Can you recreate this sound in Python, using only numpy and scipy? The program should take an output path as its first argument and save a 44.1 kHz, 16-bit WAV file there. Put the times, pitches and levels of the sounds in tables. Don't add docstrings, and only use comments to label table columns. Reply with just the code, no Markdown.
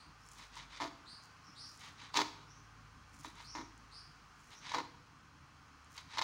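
import sys
import numpy as np
from scipy import signal
from scipy.fft import rfft, irfft
from scipy.io import wavfile
from scipy.ndimage import uniform_filter1d

SR = 44100
rng = np.random.default_rng(int(sys.argv[2]) if len(sys.argv) > 2 else 0)


def wav_record(signal):
    frames = np.transpose(np.atleast_2d(signal))
    bounded = np.clip(frames, -1, 1)
    quanta = np.round(bounded * 32767).astype(np.int16)
    wavfile.write(sys.argv[1], SR, quanta)


N = 274743
TIME = np.arange(N) / SR

# start_s, board_db, crunch_db
HARD_KNOCKS = [(.569, -46, -48), (0.8015, -32.5, -42), (0.818, -31.5, -36), (.849, -33.5, -55),
               (2.142, -33.5, -32.5), (2.15, -33, -39), (2.1644, -26, -26), (2.171, -27, -21),
               (2.189, -21.5, -45), (2.2155, -29, -28), (3.247, -36.5, -47), (3.402, -44, -65),
               (4.7175, -33.5, -39.5), (4.7455, -33, -33), (4.748, -24.5, -45), (4.783, -28, -37),
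               (5.978, -71, -37.5), (6.173, -44, -38), (6.183, -52, -28.5), (6.190, -24, -29.5),
               (6.2148, -25.5, -30.5), (6.2205, -29, -27.5)]
# start_s, length_s, board_db, crunch_db, thump_db, fade_db, spot_hz
SINEW_CUTS = [(0.807, .066, -32, -39.5, -47, 9.5, 673), (2.155, 0.059, -28, -30, -42, 2, 407),
              (3.252, 0.032, -45, -47, -56, 17, 275), (3.551, .07, -36, -47, -51, 7.5, 285),
              (4.739, 0.062, -30, -39.5, -47, 5.5, 485), (6.173, 0.047, -32, -48, -61.5, 10, 313)]
# pitch_hz, level_db, ring_s
BOARD_NOTES = [(678.3, -28, 0.16), (738, -27, 0.13), (910, -30, 0.23), (967.6, -1.5, 0.03),
               (1050, -4.5, 0.019), (1063, -16.5, 0.042), (1182, -14, 0.037), (1429, -19, 0.078),
               (1799, -3.5, 0.013), (2056, -6, 0.017)]
BLADE_NOTES = [(3170, -1.5, 0.033), (3570, 2, 0.04), (3920, 6, 0.05), (4160, -5.5, 0.018), (4650, -4, 0.04),
               (5690, -5.5, 0.012), (6400, -0.5, 0.01)]
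COUNTER_NOTES = [(136, -18, 0.048), (272, -30.5, 0.032), (305, -9.5, 0.073), (387.6, -17.5, 0.085),
                 (457, -27.5, 0.034), (483, -25.5, 0.083)]
WET_FILM_NOTES = [(7430, 10, 0.0031), (9700, 4.5, 0.0042), (12500, 6, .0015)]
# middle_s, length_s, level_db
SAW_STROKES = [(.415, 0.16, -54.5), (.585, 0.19, -52.5), (.755, 0.17, -53), (1.855, 0.17, -52),
               (2.035, 0.2, -53), (3.27, 0.14, -59), (3.40, 0.15, -56.5), (4.535, 0.086, -55),
               (4.695, 0.22, -48.5), (5.985, 0.1, -53.5), (6.155, 0.19, -50)]
WET_SQUELCHES = [(.35, 0.41, -67.5), (.57, 0.059, -68), (1.245, 0.081, -69.5), (1.785, 0.41, -65.5),
                 (3.21, 0.35, -68.5), (3.42, 0.19, -69), (4.49, 0.41, -72), (5.955, 0.17, -65)]
# start_s, level_db
WET_TICKS = [(0.2644, -55), (0.2883, -48), (0.3162, -48), (0.5557, -51), (1.7759, -51), (3.148, -58),
             (3.355, -55), (3.778, -55), (4.4037, -59), (5.8458, -57.5)]
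# start_s, length_s, start_hz, top_hz, level_db, rasp (0 to 1)
BIRD_PEEPS = [(0, 0.018, 4200, 4440, -56.5, 1), (0.184, 0.077, 4680, 5500, -69.5, 0.3),
              (1.055, .1, 3620, 4670, -51, 0.73), (1.427, 0.082, 5050, 5500, -61, 0.7),
              (1.551, 0.125, 3700, 5310, -51, 1), (2.12, 0.042, 3960, 4880, -58, 1),
              (2.473, 0.087, 4960, 6270, -60.5, 0.53), (3.432, 0.15, 3980, 6070, -51, 0.8),
              (3.91, 0.094, 3975, 4970, -52.5, 0.86), (4.536, 0.062, 5190, 6150, -58.5, 0.6)]
# pitch_hz, level_db
CRUNCH_TONE = [(200, -35), (550, -18), (1000, 5), (1600, -4.5), (2050, 3), (2800, -2), (3300, 1),
               (4200, 5.5), (5000, 1), (6200, -3.5), (7200, -3.5), (8500, -15), (15500, -13)]
SAWING_TONE = [(250, -10.5), (650, -11), (950, 9), (1500, 0), (2100, 6), (2800, 0), (3800, 2), (5000, -0.5),
               (6300, -5.5), (7500, -7.5), (15500, -27.5)]
WET_TONE = [(500, -41), (2000, -34), (5300, 1), (7000, 5), (8300, 1.5), (10200, 1.5), (13000, 2.5),
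            (15500, 0.5)]
AIR_TONE = [(250, -31), (420, -8), (620, -10.5), (1000, 0.5), (1320, 2), (1700, -8), (2300, -8.5),
            (3100, -13), (3420, -12.5), (3640, -18), (3950, -13.5), (6300, -15), (9000, -22),
            (15500, -19.5)]
RUMBLE_TONE = [(20, -36), (36, 0), (48, -38), (62, -3.5), (78, -2.5), (110, -10.5), (140, 4.5), (200, -8.5),
               (290, -4.5), (400, -23), (600, -39)]
MICROPHONE_TONE = [(20, -1.5), (6400, -1.5), (7400, -6.5), (8450, -8), (9000, -5), (9800, -8.5),
                   (10400, -13), (13400, -20.5), (15200, -12.5)]
# time_s, level_db
AIR_LEVELS = [(0, 0.5), (1.3, 1.5), (2.9, 0.5), (4.3, 1), (5.3, -1), (6.2, 1)]
# pitch_hz, trim_db
HUM_NOTES = [(51, 0.5), (76, 4), (103.5, 1)]
# time_s, low_db, middle_db, high_db
HUM_LEVELS = [(0.0, -81, -102, -81), (0.1, -67, -74, -76), (0.17, -70, -84, -68.5), (0.68, -64, -81, -78),
              (1.28, -82, -79, -72), (2.85, -65.5, -81, -65), (3.04, -69.5, -71, -69.5),
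              (3.71, -64.5, -79, -68), (4.56, -75, -84, -78), (4.68, -77, -84, -69), (5.88, -81, -70, -77),
              (6.23, -77, -80, -65)]
# pitch_hz, echo_s
ECHO_TIMES = [(100, 0.49), (300, 0.78), (1000, 0.48), (4000, 0.58), (7000, 0.48), (15000, 0.54)]


def knife(board_db=2, crunch_db=-1, blade_db=-38, give_s=0.00034, spread_s=0.0087):
    knock_decay_s, slip_decay_s = 0.0038, 0.006
    hits = [(s, ring_db, snap_db, knock_decay_s) for s, ring_db, snap_db in HARD_KNOCKS]
    for start, length, ring_db, snap_db, _, fade_db, _ in SINEW_CUTS:
        slips = jerks(start, length, fade_db, per_s=126)
        hits += [(s, ring_db + db, snap_db + db, slip_decay_s) for s, db in slips]
    t = TIME[:SR // 8]
    tearing = np.zeros(N)
    for s, _, db, decay_s in hits:
        burst = gain(db) * np.exp(-t / decay_s) * (1 - np.exp(-t / give_s))
        add(tearing, s, burst ** 2)
    tearing += 0.27 * abs(uniform_filter1d(tearing, int(spread_s * SR)))
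    snaps = np.sqrt(tearing) * crackle(per_s=20000, spread_db=2.5)
    crunch = gain(crunch_db) * colour(snaps, CRUNCH_TONE)
    blade = gain(blade_db) * ring(snaps, BLADE_NOTES, rise_s=0.00027)
    board = gain(board_db) * ring(taps(hits), BOARD_NOTES, rise_s=0.001)
    return crunch + blade + board


def board_thumps(first_touch_db=-10.5, press_s=0.025, spot_db=-4, spot_ring_s=0.091, muffle_s=0.076):
    out = np.zeros(N)
    for start, length, _, _, thump_db, fade_db, spot_hz in SINEW_CUTS:
        bumps = jerks(start, length, fade_db, per_s=52)
        force = taps([(s, db + np.interp(s - start, [0, press_s], [first_touch_db, 0]))
                      for s, db in bumps])
        counter = normalise(ring(force, COUNTER_NOTES, rise_s=0.0033))
        spot = gain(spot_db) * normalise(ring(force, [(spot_hz, 0, spot_ring_s)], rise_s=0.00084))
        muffling = np.exp(-np.maximum(TIME - start - length, 0) / muffle_s)
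        out += gain(thump_db) * normalise((counter + spot) * muffling) * np.sqrt(length * SR / N)
    return out


def meat(catch_db=1.3, drag_db=-38, wet_db=8, tick_db=3, cling_s=0.12, cling_db=-26.5):
    catching = gain(catch_db * wander(90))
    sawing = swells(SAW_STROKES) * catching * crackle(per_s=7000, spread_db=3.5)
    rasp = colour(sawing, SAWING_TONE)
    drag = gain(drag_db) * ring(sawing, BLADE_NOTES + BOARD_NOTES, rise_s=0.00017)
    clings = [(start + length / 2, cling_s, crunch_db + cling_db)
              for start, length, _, crunch_db, *_ in SINEW_CUTS]
    sticking = swells(WET_SQUELCHES + clings) * crackle(per_s=1000, spread_db=4.5)
    squelch = gain(wet_db) * colour(sticking, WET_TONE)
    ticks = gain(tick_db) * ring(taps(WET_TICKS), WET_FILM_NOTES, rise_s=0.0001)
    return rasp + drag + squelch + ticks


def bird(glide_hz_per_s=28000, trill_hz=260, octave_db=-7, flutter_db=3):
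    out = np.zeros(N)
    wobble = np.sin(phase_of(trill_hz * (1 + 0.2 * wander(60.3))))
    trill = 0.09 * wobble + 0.044 * wander(1000)
    for s, length, start_hz, top_hz, db, rasp in BIRD_PEEPS:
        progress = np.linspace(0, 1, int(length * SR))
        span_hz = top_hz - start_hz
        climb_hz = span_hz * np.tanh(glide_hz_per_s * progress * length / (span_hz + 1e-6))
        hz = (start_hz + climb_hz) * (1 + rasp * trill[int(s * SR):][:len(progress)])
        phase = phase_of(hz)
        loudness = gain(db) * np.sqrt(abs(np.sin(np.pi * progress ** 1.1)))
        octave = rasp * gain(octave_db) / (1 + (hz / 5100) ** 20)
        add(out, s, loudness * (np.sin(phase) + octave * np.sin(2 * phase)))
    return out * normalise(gain(flutter_db * wander(300)))


def kitchen_echo(sound, delay_s=0.0029):
    bounces = rng.standard_normal(SR) * (rng.random(SR) < 0.15) * (TIME[:SR] > delay_s)
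    hz, t, bands = signal.stft(bounces, SR, nperseg=256)
    fading = np.exp(-np.log(1000) * t / look_up(ECHO_TIMES, hz)[:, None])
    tail = signal.istft(bands * fading, SR, nperseg=256)[1]
    return pass_through(sound, tail)


def room_noise(air_db=-61.5, rumble_db=-66, wall_gain=0.38, wall_decay_s=0.021):
    air_level = gain(air_db + np.interp(TIME, *np.transpose(AIR_LEVELS)))
    air = air_level * colour(rng.standard_normal(N), AIR_TONE)
    t = TIME[:SR // 8]
    walls = rng.standard_normal(len(t)) * np.exp(-t / wall_decay_s)
    air = (air + wall_gain * pass_through(air, walls)) / np.hypot(1, wall_gain)
    rumble = gain(rumble_db + 2.36 * wander(10)) * colour(rng.standard_normal(N), RUMBLE_TONE)
    return air + rumble


def hum(pitch_drift=0.0258):
    out = np.zeros(N)
    times, *levels = np.transpose(HUM_LEVELS)
    for (hz, trim_db), level_db in zip(HUM_NOTES, levels):
        note = np.sqrt(2) * np.sin(phase_of(hz * (1 + pitch_drift * wander(4.3))))
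        out += gain(trim_db + np.interp(TIME, times, level_db)) * note
    return out


def jerks(start, length, fade_db, per_s, jitter=0.293, spread_db=2.5):
    progress = np.linspace(0, 1, max(round(length * per_s), 1) + 1)
    lateness, strength = rng.uniform(-1.105, 1, (64, 2))[:len(progress)].T
    times = start + length * progress + (progress > 0) * jitter * lateness / per_s
    return np.transpose([times, spread_db * strength - fade_db * progress])


def taps(rows):
    force = np.zeros(N)
    for s, db, *_ in rows:
        add(force, s, gain([db]))
    return force


def ring(force, notes, rise_s):
    t = TIME[:SR // 2]
    body = sum(gain(db - 60 * t / ring_s) * np.sin(2 * np.pi * hz * t) for hz, db, ring_s in notes)
    return signal.oaconvolve(force, body * (1 - np.exp(-t / rise_s)))[:N]


def crackle(per_s, spread_db):
    size = gain(spread_db * np.minimum(rng.exponential(1, N), 4))
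    return normalise(size * rng.choice([-1, 1], N) * (rng.random(N) < per_s / SR))


def swells(rows):
    return sum(gain(db) * np.cos(np.pi * np.clip((TIME - middle) / length, -0.5, 0.5)) ** 2
               for middle, length, db in rows)


def wander(hz):
    spectrum = rfft(rng.standard_normal(N))
    return normalise(irfft(spectrum / (1 + (np.fft.rfftfreq(N, 1 / SR) / hz) ** 4), N))


def colour(sound, tone, size=8192):
    log_gain = np.log(gain(look_up(tone, abs(np.fft.fftfreq(size, 1 / SR)))))
    response = np.fft.ifft(np.exp(np.conj(signal.hilbert(log_gain)))).real[:size // 2]
    return pass_through(sound, response)


def pass_through(sound, response):
    return signal.oaconvolve(sound, response / np.linalg.norm(response))[:N]


def look_up(table, hz):
    pitches, values = np.transpose(table)
    return np.interp(np.log(hz + 1), np.log(pitches + 1), values)


def phase_of(hz):
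    return 2 * np.pi * np.cumsum(hz) / SR


def gain(db):
    return 10 ** (np.asarray(db) / 20)


def normalise(sound):
    return sound / np.sqrt(np.mean(sound ** 2) + 1e-20)


def add(mix, start_s, sound):
    part = mix[max(round(start_s * SR), 0):][:len(sound)]
    part += sound[:len(part)]


def scene(cutting_echo_db=-9.5, bird_direct_db=-3, bird_echo_db=1):
    cutting = knife() + board_thumps() + meat()
    peeps = bird()
    near = cutting + gain(cutting_echo_db) * kitchen_echo(cutting)
    far = gain(bird_direct_db) * peeps + gain(bird_echo_db) * kitchen_echo(peeps)
    return (near + far + room_noise() + hum())[None]


def record(dry, gain_db=-5, cutoff_hz=15850):
    heard = gain(gain_db) * colour(dry[0], MICROPHONE_TONE)
    low_pass = signal.firwin(511, cutoff_hz, window=("kaiser", 9), fs=SR)
    return signal.oaconvolve(heard, low_pass, "same")[None]


dry = scene()
out = record(dry)
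wav_record(out)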